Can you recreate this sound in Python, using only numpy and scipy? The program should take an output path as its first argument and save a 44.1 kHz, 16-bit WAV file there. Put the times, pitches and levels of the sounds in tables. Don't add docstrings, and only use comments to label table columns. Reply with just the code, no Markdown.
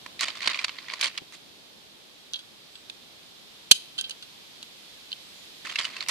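import sys
import numpy as np
from scipy import signal
from scipy.fft import rfft, irfft, next_fast_len
from scipy.io import wavfile
from scipy.ndimage import map_coordinates

SR = 44100
rng = np.random.default_rng(int(sys.argv[2]) if len(sys.argv) > 2 else 0)


def inscribe(sig):
    pcm = np.round(np.clip(np.atleast_2d(sig).T, -1, 1) * 32767)
    wavfile.write(sys.argv[1], SR, pcm.astype(np.int16))


N = 269010
SCENE_S = np.arange(N) / SR
HIT_S = np.arange(8192) / SR


def amp(db):
    return 10 ** (np.asarray(db) / 20)

def unit(x):
    return x / np.sqrt(np.mean(x ** 2) + 1e-20)

def along(points, hz):
    pitches, values = np.transpose(points)
    return np.interp(np.log(hz + 1), np.log(pitches + 1), values)

def wobble(per_s):
    values = rng.standard_normal(int(N * per_s / SR) + 4)
    return map_coordinates(values, [SCENE_S * per_s])

def filtered(x, response):
    length = x.shape[-1]
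    padded = next_fast_len(length + len(HIT_S))
    return irfft(rfft(x, padded) * response(np.fft.rfftfreq(padded, 1 / SR)), padded)[..., :length]

def stereo_noise(length, colour, likeness):
    def blend(hz):
        angle = np.arccos(np.clip(along(likeness, hz), -1, 1)) / 2
        return colour(hz) * [np.cos(angle), np.sin(angle)]
    mid, side = filtered(rng.standard_normal((2, length)), blend)
    return unit(np.array([mid + side, mid - side]))

def leaning(x, balance):
    return filtered(x, lambda hz: amp(np.outer([.5, -.5], along(balance, hz))))

def delayed(x, ms):
    return filtered(x, lambda hz: np.exp(np.outer([-1j, 1j], np.pi * hz * ms / 1000)))

def add(track, start_s, sound):
    part = track[:, max(round(start_s * SR), 0):][:, :sound.shape[1]]
    part += sound[:, :part.shape[1]]

def fade(fade_s, rise_s, hold_s=0):
    rise = 1 - np.exp(-HIT_S / rise_s)
    shape = rise * np.exp(-np.log(1000) * np.maximum(HIT_S - hold_s, 0) / max(fade_s, .004))
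    return shape / shape.max()

def tone(hz):
    return np.sin(2 * np.pi * (hz * HIT_S + rng.random()))

def struck(ring, fade_s, rise_s, hold_s=0):
    shape = fade(fade_s, rise_s, hold_s)
    return unit(ring * shape) * np.sqrt(np.mean(shape ** 2) * np.mean(ring ** 2))

def crack(colour, likeness, bass_db, treble_db):
    def three_bands(hz):
        low = 1 / (1 + (hz / 1500) ** 8)
        high = 1 - 1 / (1 + (hz / 5500) ** 12)
        bass, middle, treble = [unit(colour(hz) * band) for band in (low, 1 - low - high, high)]
        return amp(bass_db) * bass + middle + amp(treble_db) * treble
    power = 1 + amp(bass_db) ** 2 + amp(treble_db) ** 2
    return np.sqrt(power) * stereo_noise(len(HIT_S), three_bands, likeness)

def clarity(bass_db):
    return amp(0.5 - 0.36 * (max(bass_db, -30) + 20))


# time_s, murmur_db, leaves_db
WOOD_LEVELS = [(0, -55, -49.5), (1.55, -58, -52), (2.1, -59, -52.5), (3.2, -58, -51), (4.8, -58, -49),
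               (5.55, -58, -47.5), (6.1, -56, -50)]
# pitch_hz, level_db
MURMUR_COLOUR = [(15, -51), (25, -18), (199, 0.5), (360, -1.5), (533, -3.5), (594, -3.5), (749, -5),
                 (819, -5.5), (880, -6), (1800, -12), (2340, -26), (3960, -120)]
# pitch_hz, level_db
LEAF_COLOUR = [(710, -16.5), (1200, -11.5), (1480, -11), (2010, -7), (2440, -3.5), (2920, -2.5), (3210, 1),
               (3640, 1.5), (4130, 0), (5210, -5.5), (5670, -9), (7710, -13.5), (13900, -18.5),
               (15000, -22)]
# pitch_hz, likeness
WOOD_LIKENESS = [(100, 0.12), (400, 0.21), (1300, -0.052), (3000, -0.12), (6000, 0.025)]
# pitch_hz, left_minus_right_db
WOOD_BALANCE = [(60, 2), (250, 1.5), (1200, 0.5), (3500, -2.5), (6500, -5.5), (8500, 0.5), (14000, 4)]
# middle_s, pitch_hz, level_db
BIRD_NOTES = [(2.77, 7900, -64), (5.22, 8400, -71), (5.30, 8000, -62), (5.39, 7000, -59)]

def wood():
    def bed(colour, level_db):
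        return amp(level_db) * stereo_noise(N, lambda hz: amp(along(colour, hz)), WOOD_LIKENESS)
    time_s, murmur_db, leaves_db = np.transpose(WOOD_LEVELS)
    air = bed(MURMUR_COLOUR, np.interp(SCENE_S, time_s, murmur_db) + 0.21 * wobble(6.3))
    air += bed(LEAF_COLOUR, np.interp(SCENE_S, time_s, leaves_db) + 0.1 * wobble(8.8))
    for middle_s, pitch_hz, level_db in BIRD_NOTES:
        noise = rng.standard_normal((2, N))
        note = unit(filtered(noise, lambda hz: np.exp(-((hz - pitch_hz) / 260) ** 2)))
        air += amp(level_db) * note * np.exp(-((SCENE_S - middle_s) / 0.051) ** 2)
    return leaning(air, WOOD_BALANCE)


# pitch_hz, fade_s
ECHO_FADES = [(200, .2), (1500, 0.45), (3500, 0.54), (8000, 0.29), (14000, 0.76)]

def tree_echo(near):
    hz, time_s, noise = signal.stft(rng.standard_normal((2, SR // 2)), SR, nperseg=256)
    trunks_db = 7 * np.exp(-((time_s - .043) / 0.011) ** 2)
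    fallen_db = 60 * time_s / along(ECHO_FADES, hz)[:, None]
    tail = signal.istft(noise * amp(trunks_db - fallen_db), SR, nperseg=256)[1]
    return signal.fftconvolve(near[1][None], tail / np.linalg.norm(tail[0]), axes=1)[:, :N]


# pitch_hz, likeness
BOX_LIKENESS = [(300, 0.4), (1000, 0.61), (2200, 0.69), (4200, 0.33), (10000, 0.056)]
# start_s, level_db
HAND_BUMPS = [(0.06, -55), (0.229, -56), (0.468, -44), (1.043, -66), (1.217, -43), (5.645, -48.5)]

def hand_bumps(pitch_hz=306):
    out = np.zeros((2, N))
    dull = lambda hz: np.exp(-(np.log((hz + 1) / pitch_hz) / 0.75) ** 2)
    for start_s, level_db in HAND_BUMPS:
        thud = stereo_noise(len(HIT_S), dull, BOX_LIKENESS)
        add(out, start_s, amp(level_db) * struck(thud, fade_s=0.044, rise_s=0.0013))
    return out


# pitch_hz, level_db
CARDBOARD_COLOUR = [(59, -59), (100, -61), (252, -11), (434, -21.5), (620, -5.5), (814, -17.5),
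                    (1110, -3.5), (1240, -2.5), (1660, -6.5), (2180, -1), (3680, -0.5), (4540, 0.5),
                    (5150, -7), (9660, -22), (15000, -58)]
# pitch_hz, width_hz, boost_db
HOLLOW_PEAKS = [(1028, 160, 8), (2000, 680, 5), (4150, 760, 0.5)]

def cardboard(hz):
    hollow_db = sum(boost_db / (1 + (2 * (hz - pitch_hz) / width_hz) ** 2)
                    for pitch_hz, width_hz, boost_db in HOLLOW_PEAKS)
    return amp(along(CARDBOARD_COLOUR, hz) + hollow_db)

def clinks(per_s=220, middle_hz=2940, span_octaves=1.536):
    out = np.zeros((2, N))
    shape = fade(fade_s=0.011, rise_s=0.0004)[:SR // 40]
    for when, pitch, softness, *phases in rng.random((int(per_s * N / SR), 5)):
        hz = middle_hz * 2 ** (span_octaves * (pitch - .5))
        note = np.sin(2 * np.pi * np.add.outer(phases, hz * HIT_S[:len(shape)]))
        add(out, when * N / SR, amp(-14 * softness) * shape * note)
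    return unit(out)

def swell(start_s, length_s, level_db, rise_s=0.0016, release_s=0.011):
    rise = np.clip((SCENE_S - start_s) / rise_s, 0, 1)
    return amp(level_db) * rise * np.exp(-np.maximum(SCENE_S - start_s - length_s, 0) / release_s)


# start_s, length_s, level_db, crackle_db (added to level_db)
FINGER_PUSHES = [(0.208, 0.04, -30.5, -11), (0.269, 0.039, -38.5, -18), (0.35, 0.028, -46, -11),
                 (0.413, 0.077, -39, -20), (0.46, 0.027, -29.5, -15), (0.495, 0.078, -40, -20),
                 (0.587, 0.038, -41.5, -15), (0.883, 0.065, -45.5, -22), (0.992, 0.025, -42, -18),
                 (1.024, 0.043, -30, -8.5), (1.323, 0.03, -49, -4), (5.649, 0.02, -40.5, -9),
                 (5.694, 0.026, -43, -11), (5.783, 0.018, -31, -11.5), (5.814, 0.042, -42.5, -6),
                 (6.013, 0.0077, -38.5, -12), (6.091, 0.03, -29.5, -5)]
# start_s, length_s, level_db
HAND_BRUSHES = [(0.19, 0.99, -50), (5.645, 0.52, -46)]

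def rummage(slips_per_s=370, crackle_above_hz=6300):
    slips = (rng.random(N) < slips_per_s / SR) * amp(-2 * np.minimum(rng.exponential(size=N), 3))
    slip_energy = signal.fftconvolve(slips, fade(fade_s=0.017, rise_s=0.00044) ** 2)[:N]
    roughness = unit(np.sqrt(np.abs(slip_energy)))
    effort = sum(swell(*move[:3]) for move in [*FINGER_PUSHES, *HAND_BRUSHES])
    grip = sum(swell(start_s, length_s, level_db + crackle_db)
               for start_s, length_s, level_db, crackle_db in FINGER_PUSHES)
    bright = lambda hz: cardboard(hz) * (1 - 1 / (1 + (hz / crackle_above_hz) ** 6))
    rustle = stereo_noise(N, cardboard, BOX_LIKENESS)
    crackle = stereo_noise(N, bright, BOX_LIKENESS)
    return roughness * (effort * rustle + grip * crackle) + amp(-3.5) * effort * clinks()


# start_s, level_db, bass_db, treble_db, pitch_hz
ROUND_KNOCKS = [(0.0612, -25.5, -2.5, -12, 2340), (0.1924, -20.5, -20, -12, 3700),
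                (0.199, -21.5, -23, -15, 4040), (0.208, -18, -17, 1, 4310), (0.2312, -12.5, -8, -14, 1940),
                (0.2825, -16.5, -4, -10.5, 3070), (0.405, -23, -19, -15, 1990),
                (0.4293, -19, -15, -15, 2460), (0.4573, -18, -5, -21, 2470), (0.474, -7, -13.5, -12, 4490),
                (0.532, -21, -18, -20, 3580), (0.5443, -16, -22, -27, 2430),
                (0.5896, -14.5, -23, -18, 2380), (0.6417, -17, -19, -25, 2460),
                (0.644, -9.5, -12, -11, 4600), (0.6812, -20.5, -10.5, -18, 4230),
                (0.6928, -19.5, -11, -21, 3060), (0.7849, -22.5, -16, -35, 2060),
                (0.8835, -28.5, -23, -30, 1980), (0.899, -20, -17, -35, 2400), (0.9361, -18, -6, -7, 2080),
                (1.011, -12, -17, -3, 2350), (1.0275, -11.5, -15, -20, 4300), (1.042, -10, -14, -9, 4700),
                (1.176, -16.5, -18.5, -11, 3370), (1.183, -24.5, -14, -26, 2770),
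                (5.757, -13, -25, -16, 2680), (5.7886, -14, -21, -11, 3450), (5.8443, -25, -24, -9, 2930),
                (5.851, -16, -33, -11, 2960), (5.965, -22, -17, -11, 2650), (6.006, -18.5, -34, -17, 4270),
                (6.0248, -23.5, -19, -15, 4600), (6.085, -15.5, -11.5, 1, 2170)]

def knocks():
    out = np.zeros((2, N))
    for start_s, level_db, bass_db, treble_db, pitch_hz in ROUND_KNOCKS:
        hardness = 0.23 * max(treble_db + 19, 0)
        colour = lambda hz: cardboard(hz) * np.maximum(hz / 8500, 1) ** hardness
        ring = crack(colour, BOX_LIKENESS, bass_db, treble_db) + clarity(bass_db) * tone(pitch_hz)
        knock = struck(ring, fade_s=0.025, rise_s=0.00042, hold_s=0.0021)
        add(out, start_s, amp(level_db - 10) * knock)
    return out


# pitch_hz, level_db
MAGAZINE_COLOUR = [(200, -34), (1100, -25), (1550, -8), (2100, -14.5), (2700, 7), (3200, -0.5), (3900, 5),
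                   (4700, 0.5), (5500, -11), (6400, -6), (7700, -12.5), (10500, -12), (15000, -42.5)]
# pitch_hz, likeness
MAGAZINE_LIKENESS = [(300, 0.97), (3200, 0.53), (6000, 0.077), (12000, 0.22)]

def steel_crack(bass_db, treble_db, edge_hz=2750):
    colour = lambda hz: amp(along(MAGAZINE_COLOUR, hz) - 10 / (1 + (hz / edge_hz) ** 20))
    return crack(colour, MAGAZINE_LIKENESS, bass_db, treble_db)


# pitch_hz, level_db
MAGAZINE_NOTES = [(2660, -6), (2890, -9.5), (3080, -1), (3180, -11.5), (3358, -3), (3522, -14), (3870, -5),
                  (4188, -10), (4812, -3), (5965, -14), (6300, -16), (6520, -16), (8592, -14), (9143, -18),
                  (10590, -21)]
TUBE_HZ = 1540

def magazine_ring(fade_s):
    ring = sum(amp(level_db + rng.normal(0, 1.9)) * tone(hz) for hz, level_db in MAGAZINE_NOTES)
    return ring * fade(fade_s, rise_s=0.00008)


# start_s, level_db, treble_db, pitch_hz, second_pitch_hz, fade_s
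BRASS_CLICKS = [(2.3348, -16, -14, 3710, 6100, 0.018), (2.3412, -21.5, -35, 3260, 3650, 0.054),
                (2.357, -26.5, -20, 3280, 4060, 0.092), (2.3902, -32, -13, 3340, 4130, 0.07),
                (2.7546, -32, -15, 3370, 2720, 0.037), (2.8983, -23, -15, 3520, 2550, 0.025),
                (3.9793, -26.5, -12, 3020, 4150, 0.11), (3.9857, -18.5, -15.5, 3150, 3700, 0.11),
                (4.0107, -19, -1, 3420, 6950, 0.025), (4.0402, -26, -32, 3190, 4130, 0.13),
                (4.095, -24.5, -1.5, 2980, 6240, 0.028), (4.108, -23, -11, 3080, 2750, 0.058),
                (4.2245, -31.5, -10.5, 3380, 4170, 0.083), (4.6278, -28, -6, 3930, 3220, 0.03),
                (5.1177, -19, -28, 4200, 3800, 0.012), (5.128, -21, -28, 3110, 4300, 0.026)]
# time_s, left_delay_ms
CLICK_DIRECTIONS = [(2.4, -0.2), (2.75, 0.1), (4.2, 0.14), (4.63, 0.066), (5.12, -0.24)]

def clicks():
    out = np.zeros((2, N))
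    for start_s, level_db, treble_db, pitch_hz, second_pitch_hz, fade_s in BRASS_CLICKS:
        bass_db = -15 + 0.36 * treble_db
        touch = struck(steel_crack(bass_db, treble_db), 0.65 * fade_s, rise_s=0.00071, hold_s=0.001)
        notes = tone(pitch_hz) + amp(-9) * tone(second_pitch_hz)
        case = amp(2) * clarity(bass_db) * notes * fade(fade_s, rise_s=0.0004)
        tube = amp(-14) * magazine_ring(fade_s)
        tube += amp(-21) * tone(TUBE_HZ) * fade(fade_s, rise_s=0.0019)
        delay_ms = np.interp(start_s, *np.transpose(CLICK_DIRECTIONS))
        add(out, start_s, amp(level_db - 9) * delayed(touch + case + tube, delay_ms))
    return out

def snap(case_hz=3069):
    out = np.zeros((2, N))
    slip = struck(steel_crack(bass_db=-14, treble_db=-3), fade_s=0.053, rise_s=0.0008)
    add(out, 3.7108, amp(-25) * slip)
    blow = struck(steel_crack(bass_db=-41, treble_db=-6.5), fade_s=0.03, rise_s=0.0008, hold_s=0.0021)
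    case = amp(-8) * tone(case_hz) * fade(fade_s=0.027, rise_s=0.0012)
    tube = amp(-7.5) * magazine_ring(fade_s=0.04)
    tube += amp(-21.5) * tone(TUBE_HZ) * fade(fade_s=0.021, rise_s=0.0014)
    add(out, 3.7127, amp(-0.96) * blow + case + tube)
    return delayed(out, ms=0.106)


# pitch_hz, left_minus_right_db
NEAR_BALANCE = [(200, -3), (1100, -1.5), (2700, -5), (4200, -2.5), (6500, -7.5), (9500, -4.5),
                (13500, -3.5)]

def scene():
    near = leaning(knocks() + rummage() + clicks() + snap() + hand_bumps(), NEAR_BALANCE)
    return near + amp(-24.5) * tree_echo(near) + wood()

def record(dry):
    top_hz = 14700
    overloaded = np.clip(dry, -1, 1)
    return filtered(overloaded, lambda hz: 1 / (1 + (hz / top_hz) ** 120))


dry = scene()
out = record(dry)
inscribe(out)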